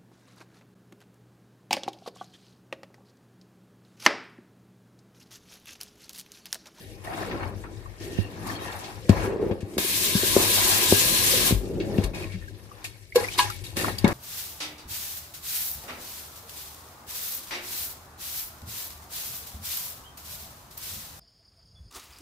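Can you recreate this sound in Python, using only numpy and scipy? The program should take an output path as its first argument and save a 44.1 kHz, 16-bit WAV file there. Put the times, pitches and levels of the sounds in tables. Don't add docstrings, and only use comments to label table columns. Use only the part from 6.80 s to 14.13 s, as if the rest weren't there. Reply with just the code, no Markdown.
import sys
import numpy as np
from scipy import signal
from scipy.io import wavfile

SR = 44100
rng = np.random.default_rng(int(sys.argv[2]) if len(sys.argv) > 2 else 0)


def dump_mix(stems):
    frames = np.atleast_2d(stems).T
    limited = np.clip(frames, -1, 1)
    pcm = np.round(limited * 32767).astype(np.int16)
    wavfile.write(sys.argv[1], SR, pcm)


N = 323253

# (pitch [Hz], level [dB], decay t60 [s])
BASIN = [(100, -3.5, 0.13), (172, -1.5, 0.031), (200, -1, 0.062), (245.5, -7.5, 0.077), (331, 4.5, 0.032),
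         (371, 5.5, 0.038), (490, -1, 0.04), (553, -4, 0.066), (631, -7.5, 0.12), (796, -12.5, 0.15)]
# (pitch [Hz], level [dB], decay t60 before damping [s])
POT = [(825, -7, 0.3), (1000, 1, 0.2), (1075, 0, 0.1), (1225, -14, 0.1), (1650, -3, 0.2),
       (1830, -4.5, 0.031), (2230, -7, 0.035), (2500, -12.5, 0.047), (2720, -11, 0.03), (3340, -18, 0.08),
       (3770, -11.5, .05), (4270, -15, 0.07), (4700, -22, 0.06)]
TAP_OPENS_S = 2.972


def from_db(db):
    return 10 ** (np.asarray(db) / 20)


def rms_one(x):
    return x / np.sqrt(np.mean(x ** 2) + 1e-20)


def level_one(pair):
    return pair / np.sqrt(np.mean(pair.mean(axis=0) ** 2))


def in_time(rows):
    s, *columns = np.transpose(rows)
    return [np.interp(np.arange(N) / SR, s, column) for column in columns]


def at_hz(points, hz):
    points_hz, values = np.transpose(points)
    return np.interp(np.log(hz), np.log(points_hz), values)


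def drift(rate):
    r = np.exp(-80 * np.pi * rate / SR)
    noise = rng.standard_normal(N // 40 + 2002)
    slow = signal.lfilter([1], [1, -2 * r, r * r], noise)[2000:]
    return np.interp(np.arange(N) / 40, np.arange(len(slow)), rms_one(slow))


def ring(clicks, hz, t60):
    r, w = 10 ** (-3 / (t60 * SR)), 2 * np.pi * hz / SR
    return signal.lfilter([0, np.sin(w)], [1, -2 * r * np.cos(w), r * r], clicks + 1e-18)


def spread(mid_side, hz):
    # (pitch [Hz], left-right likeness [-1 to 1])
    likeness = [(60, 0.69), (250, 0.9), (500, 0.81), (1000, -0.074), (16000, 0.0052)]
    # (pitch [Hz], left minus right [dB])
    lean = [(60, 22.5), (250, -1), (1000, 3.5), (4000, 2.5), (12000, 3.5)]
    signs = np.array([[1], [-1]])
    alike = np.clip(at_hz(likeness, hz), -1, 1)
    pair = np.sqrt(1 + alike) * mid_side[0] + np.sqrt(1 - alike) * mid_side[1] * signs
    return pair * from_db(at_hz(lean, hz) / 2 * signs)


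def grains(per_s, uneven_db):
    uneven = from_db(uneven_db * np.minimum(rng.exponential(1, (2, N)), 4))
    sizes = uneven * rng.standard_normal((2, N))
    return sizes * (rng.random((2, N)) < per_s / SR)


def banded(source, spectrum, patchy_db, rate):
    together = drift(rate)
    lowest, highest = spectrum[0][0], spectrum[-1][0]
    edge_count = int(2 * np.log2(highest / lowest)) + 2
    edges = np.geomspace(lowest, min(highest * 1.1, .45 * SR), edge_count)
    out = 0
    for k, (low, high) in enumerate(zip(edges, edges[1:])):
        sos = signal.butter(2, [low, high], "band", fs=SR, output="sos")
        band = signal.sosfilt(sos, np.roll(source, 4001 * k, axis=1))
        hz = np.sqrt(low * high)
        flicker_db = patchy_db * (0.76 * together + drift(rate))
        out = out + from_db(at_hz(spectrum, hz) + flicker_db) * spread(band, hz)
    return level_one(out)


def rumble(modes, per_s, patchy_db, damping):
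    patter = grains(per_s, uneven_db=0.5) * from_db(patchy_db * drift(7.2))
    out = 0
    for k, (hz, db, t60) in enumerate(modes):
        own = np.roll(patter, 3001 * k, axis=1) * from_db(patchy_db * drift(4))
        sounding = rms_one(ring(own, hz, damping * t60))
        out = out + from_db(db) * spread(sounding, hz)
    return level_one(out)


def ticks(per_s, low_hz, high_hz, cycles, tilt_db, clump_db):
    born = grains(per_s * from_db(clump_db * drift(18)), uneven_db=2.4)
    dealt = rng.integers(0, 18, N)
    out = 0
    for k, hz in enumerate(np.geomspace(low_hz, high_hz, num=18)):
        tick = ring(born * (dealt == k), hz, cycles / hz)
        out = out + from_db(tilt_db * np.log2(hz / 1000)) * spread(tick, hz)
    return level_one(out)


def bursts(rows, crest_db, rise_s):
    out, t = np.zeros((2, N + SR)), np.arange(SR // 2) / SR
    patter = grains(6000, uneven_db=2.0)
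    for s, db, low_hz, high_hz, t60 in rows:
        i = int(s * SR)
        sos = signal.butter(2, [low_hz, high_hz], "band", fs=SR, output="sos")
        burst = signal.sosfilt(sos, np.roll(patter, -i, axis=1)[:, :len(t)])
        burst = level_one(spread(burst, np.sqrt(low_hz * high_hz)))
        shape = 10 ** (-3 * t / t60) * np.minimum(t / rise_s, 1)
        out[:, i:i + len(t)] += from_db(db - crest_db) * burst * shape
    return out[:, :N]


def kitchen(x):
    t60_s, first_reflection_s = 0.19, .002
    t = np.arange(SR // 2) / SR
    tail = rng.standard_normal((2, len(t))) * 10 ** (-3 * t / t60_s) * (t > first_reflection_s)
    tail = signal.sosfilt(signal.butter(2, 500, "high", fs=SR, output="sos"), tail)
    return signal.fftconvolve(x, tail / np.sqrt(np.sum(tail ** 2) / 2), axes=1)[:, :N]


def cabinet_boom():
    # (pitch [Hz], level [dB], decay t60 before damping [s])
    cabinet = [(47, -13, 0.45), (100.7, -2, 0.43)]
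    # (time [s], level [dB])
    booming = [(0.0, -46), (0.39, -44), (0.69, -35), (0.94, -43), (2.25, -44), (2.41, -27.5), (2.53, -48),
               (3.35, -47.5), (3.47, -39.5), (4.57, -40), (5.27, -37.5), (5.65, -41), (5.84, -49.5),
               (6.08, -49.5), (7.23, -37), (7.33, -31)]
    return from_db(in_time(booming)[0]) * rumble(cabinet, 3000, patchy_db=-1.1, damping=0.46)


def held_tones():
    # (start [s], length [s], level [dB], pitch [Hz])
    tones = [(0.264, 0.19, -41, 720), (1.215, 0.25, -53, 1840), (1.644, 0.094, -44.5, 1160),
             (1.844, 0.079, -46, 1830), (1.34, 0.16, -52, 2750), (1.69, 0.1, -53, 4370),
             (1.7, 0.21, -55, 3210), (1.996, 0.13, -50, 784), (2.427, 0.32, -28.5, 416),
             (5.01, .06, -55, 1720), (5.333, 0.12, -46, 2480), (5.34, 0.13, -54, 2230),
             (5.497, 0.065, -50.5, 2220), (5.611, 0.05, -54.5, 1820)]
    out = np.zeros((2, N))
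    patter = grains(3000, uneven_db=2.5) * from_db(2.5 * drift(27))
    for s, length, db, hz in tones:
        t = np.arange(int(length * SR)) / SR
        i = int(s * SR)
        tone = level_one(spread(ring(patter[:, i:i + len(t)], hz, 0.032), hz))
        fades = np.minimum(np.minimum(t, length - t) / (0.075 * length), 1)
        out[:, i:i + len(t)] += from_db(db) * fades * tone
    return out


def clanks():
    # (time [s], strike level at 1 kHz [dB], tilt [dB per octave])
    blows = [(6.357, -28.5, -3), (6.376, -26.5, 0), (6.587, -33, 13.5), (6.591, -14.5, 2),
             (6.638, -36, -36), (6.67, -36, -39)]
    held_damping = 0.55
    s, strike_db, tilt_db = np.transpose(blows)
    chance_db = 1.0 * rng.standard_normal((len(s), len(POT)))
    out = 0
    for k, (hz, db, t60) in enumerate(POT):
        clicks = np.zeros(N)
        clicks[(s * SR).astype(int)] = from_db(strike_db + db + tilt_db * np.log2(hz / 1000) + chance_db[:, k])
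        ringing = ring(clicks, hz, held_damping * t60)
        swelling = signal.lfilter(*signal.iirpeak(hz, 5.0, fs=SR), ringing)
        out = out + from_db(3.0 * drift(25)) * swelling
    return out * from_db([[1.2], [-1.2]])


def knocks():
    # (time [s], peak level [dB], bounce pitch [Hz], contact time [cycles], left minus right [dB])
    blows = [(0.408, -26.5, 315, 1.8, 0), (1.387, -21.5, 107, 0.17, -26.5), (2.295, 0.5, 147, 0.2, 8.5),
             (2.712, -15.5, 114, 0.071, 7), (2.829, -23, 90.5, 0.14, 7), (2.969, -18.5, 285, 0.41, -2),
             (2.983, -14.5, 330, 0.14, 6.5), (3.046, -24, 364, 0.64, -1), (3.352, -11, 170, 0.39, 5.5),
             (3.433, -15, 360, 0.44, 3), (3.565, -1.5, 390, 0.28, 6.5), (4.124, -1, 296, 0.17, 4),
             (4.534, -21, 507, 2.1, -1), (4.709, -13, 154, 0.084, -3), (4.724, -10, 90, 0.13, 6),
             (4.736, -18.5, 48.5, 1.0, 9), (5.001, -18, 346, 1.5, 0), (5.185, -8, 143, 0.16, 6.5),
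             (5.23, -21.5, 45.3, 0.9, 8), (5.539, -30, 181, 2.3, 3), (6.356, -8.5, 481, 3.2, -3),
             (6.366, -12.5, 448, 0.87, 0), (6.4, -25, 463, 2.2, 1), (6.426, -25, 487, 2.7, -3),
             (6.973, -22, 290, 0.32, 3), (7.08, -19.5, 331, 0.097, 3), (7.243, -2.5, 200, 0.36, 7)]
    out, t = np.zeros((2, N + SR)), np.arange(SR // 4) / SR
    for s, db, hz, cycles, pan_db in blows:
        bounce = t * np.exp(-t * hz / cycles) * np.sin(2 * np.pi * hz * t)
        basin = sum(from_db(mode_db) * ring(bounce, mode_hz, t60) for mode_hz, mode_db, t60 in BASIN)
        sound = basin / np.abs(basin).max() - from_db(-1.5) * bounce / np.abs(bounce).max()
        i = int(s * SR)
        sides = from_db(db + pan_db * np.array([[.5], [-.5]]))
        out[:, i:i + len(t)] += sides * sound / np.abs(sound).max()
    return out[:, :N]


def pitched_drops():
    # (time [s], peak level [dB], pitch [Hz])
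    falling = [(0.272, -27, 1850), (0.4266, -27.5, 1790), (0.859, -33, 1370), (1.056, -32, 1086),
               (1.695, -26, 1800), (5.679, -38, 1640), (5.912, -34, 1190), (6.0473, -26.5, 2490),
               (6.322, -32, 2180), (6.439, -21, 2030), (6.483, -23, 2380), (6.537, -29, 3020),
               (6.541, -36, 3700), (6.592, -16, 2930), (6.697, -19, 1310), (6.864, -32, 3770),
               (7.185, -24.5, 4700), (7.243, -15.5, 2200), (7.245, -25.5, 3680)]
    t60_s = 0.05
    rows = [(s, db, .96 * hz, 1.04 * hz, t60_s) for s, db, hz in falling]
    return bursts(rows, crest_db=4.0, rise_s=0.0015)


def steel(x):
    rings = 0
    for hz, _, t60 in POT[4:]:
        q = hz * t60 * np.pi / np.log(1000)
        rings = rings + signal.lfilter(*signal.iirpeak(hz, q, fs=SR), x + 1e-18)
    return from_db(-4.0) * x + from_db(5.0) * rings


def splashes():
    # (time [s], peak level before the steel [dB], low edge [Hz], high edge [Hz], decay t60 [s])
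    rows = [(.336, -28.5, 500, 2200, 0.069), (.512, -27.5, 700, 2430, 0.11), (.63, -14, 560, 1390, 0.048),
            (.838, -27.5, 640, 1390, 0.12), (1.669, -25, 3500, 13900, 0.07),
            (2.04, -31.5, 1900, 6200, 0.22), (2.293, -11.5, 797, 8000, 0.042),
            (2.71, -31, 596, 3100, 0.075), (2.805, -36.5, 900, 8850, 0.13),
            (2.98, -10.5, 796, 15000, 0.042), (5.0, -33, 1450, 4580, 0.25), (5.18, -27, 700, 4400, 0.072),
            (5.238, -21.5, 900, 12500, 0.09), (5.345, -37, 1560, 8750, 1), (5.52, -38, 1380, 5240, 0.18),
            (6.042, -23.5, 1840, 12700, 0.18), (6.357, -7, 2270, 14700, 0.047),
            (6.587, -12.5, 2090, 12500, 0.14), (6.70, -24.5, 3000, 14000, 0.074),
            (6.838, -30, 2420, 12800, 0.47), (6.968, -18.5, 490, 15500, 0.49),
            (7.044, -13, 800, 1250, 0.063), (7.081, -15.5, 600, 1260, 0.078),
            (7.183, -19, 2930, 14400, 0.06), (7.243, -18, 1460, 7700, 0.041),
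            (7.277, -21.5, 900, 14100, 0.087)]
    return steel(bursts(rows, crest_db=9.0, rise_s=0.00073))


def running():
    attack_s, shuts_s, dies_db_per_s = 0.016, 4.697, 252
    t = np.arange(N) / SR
    opening = np.clip((t - TAP_OPENS_S) / attack_s, 0, 1) ** 2
    return opening * from_db(-dies_db_per_s * np.maximum(t - shuts_s, 0))


def tap():
    # (pitch [Hz], level per Hz [dB])
    spectrum = [(350, -42), (800, -37), (1340, -12), (1670, -20.5), (2690, -1), (8330, -4), (11700, -2),
                (15600, -3.5)]
    opening_db, grows_db_per_s, full_s = -29.5, 8.5, 3.716
    jet = banded(rng.standard_normal((2, N)), spectrum, patchy_db=1.5, rate=14.3)
    level_db = opening_db + grows_db_per_s * (np.minimum(np.arange(N) / SR, full_s) - TAP_OPENS_S)
    wall = [(hz, db + 11.5 * np.log2(hz / 1000), t60) for hz, db, t60 in POT[:12]]
    singing = from_db(-9.0) * rumble(wall, 6000, patchy_db=2.0, damping=0.25)
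    return running() * from_db(level_db) * (jet + singing)


def spray():
    # (pitch [Hz], level per Hz [dB])
    spectrum = [(1300, -45), (1900, -12), (2600, -3.5), (4400, -2.5), (6500, -3), (9500, -8.5),
                (12000, -0.5), (15600, -13.5)]
    hiss = banded(grains(9800, uneven_db=2.5), spectrum, patchy_db=2.5, rate=12.3)
    wall = from_db(-4.0) * rumble(POT[5:], 3000, patchy_db=3.0, damping=0.55)
    beans = from_db(-5.5) * ticks(500, 1570, 5380, cycles=60.0, tilt_db=7.0, clump_db=8.0)
    return level_one(hiss + wall + beans)


def gurgle():
    bubbles = ticks(3000, 700, 2700, cycles=16.0, tilt_db=-2.0, clump_db=3.0)
    pot = from_db(-5.0) * rumble(POT, 3000, patchy_db=2.0, damping=0.7)
    return level_one(bubbles + pot)


def churning_gain():
    # (time [s], level [dB])
    churning = [(3.0, -47), (3.118, -62), (3.71, -57), (3.77, -35), (3.97, -35), (4.2, -46), (4.59, -47),
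                (4.7, -35.5)]
    return running() * from_db(in_time(churning)[0])


def basin_drumming():
    return rumble(BASIN[1:], 1500, patchy_db=2.5, damping=1.0)


def gushes():
    # (start [s], length [s], drumming [dB], gurgle [dB], spray [dB])
    rows = [(0.236, 0.25, -44.5, -55, -50.5), (1.197, 0.21, -43.5, -59, -50.5),
            (1.651, 0.07, -45, -41, -49), (2.285, 0.18, -30, -36, -45.5), (2.604, 0.13, -32.5, -51.5, -60),
            (3.55, 0.072, -26.5, -33, -58), (5.33, 0.1, -37, -48, -47.5), (6.346, 0.096, -39, -39.5, -36),
            (6.573, 0.027, -38, -36.5, -26.5), (6.957, 0.14, -31.5, -43, -37),
            (7.237, 0.042, -25, -29, -57)]
    attack_s, dies_db_per_s = 0.012, 185
    power, t = 0, np.arange(N) / SR
    for s, length, *dbs in rows:
        attack = np.clip((t - s) / attack_s, 0, 1)
        shape = attack * from_db(-dies_db_per_s * np.maximum(t - s - length, 0))
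        power = power + np.outer(from_db(dbs), shape) ** 2
    return power


def poured_gains():
    # (time [s], level [dB])
    drumming = [(0.0, -48.5), (0.33, -51.5), (0.49, -34.5), (0.57, -34.5), (1.0, -51), (1.2, -52),
                (1.45, -42.5), (2.23, -45), (2.33, -38), (2.47, -38), (2.57, -47), (2.78, -43.5),
                (3.35, -36), (3.45, -35.5), (4.5, -33), (4.56, -27), (4.8, -36), (5.12, -27), (5.25, -29.5),
                (5.37, -46.5), (5.78, -53), (6.39, -59.5), (6.53, -50.5), (6.92, -51.5), (7.19, -55),
                (7.33, -50)]
    # (time [s], gurgle [dB], spray [dB])
    loose_water = [
        [(0.0, -100, -54), (0.27, -46, -60), (0.41, -37, -49.5), (0.51, -41, -55.5), (0.64, -38.5, -56),
         (0.77, -54.5, -59.5), (1.09, -59.5, -57.5), (1.32, -61, -57.5), (1.89, -39, -46), (2.18, -51, -53.5),
         (2.32, -75, -53.5), (2.51, -44.5, -65), (2.75, -63, -64), (2.96, -57, -54)],
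        [(4.8, -56, -52.5), (5.0, -65, -53), (5.24, -42.5, -47.5), (5.32, -61, -56.5), (5.64, -71, -57.5),
         (6.04, -53, -60), (6.15, -65, -56), (6.39, -92, -61), (6.52, -71, -41.5), (6.56, -46, -42),
         (6.74, -62, -46.5), (6.93, -55, -65), (7.17, -54, -52), (7.33, -51, -44)],
    ]
    steady = from_db(in_time(drumming) + in_time(np.concatenate(loose_water)))
    return np.sqrt(steady ** 2 + gushes())


def scene():
    drum_gain, gurgle_gain, spray_gain = poured_gains()
    water = cabinet_boom() + drum_gain * basin_drumming()
    water = water + np.hypot(gurgle_gain, churning_gain()) * gurgle()
    water = water + spray_gain * spray() + tap()
    water = water + pitched_drops() + splashes()
    hits = knocks() + clanks()
    return water + held_tones() + hits + from_db(-5) * kitchen(hits)


def record(dry):
    dry = signal.sosfilt(signal.butter(3, 38, "high", fs=SR, output="sos"), dry)
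    rounded = 1.24 * np.tanh(dry / 1.275)
    return signal.sosfilt(signal.cheby2(14, 70, 16100, fs=SR, output="sos"), rounded)


dry = scene()
out = record(dry)
dump_mix(out)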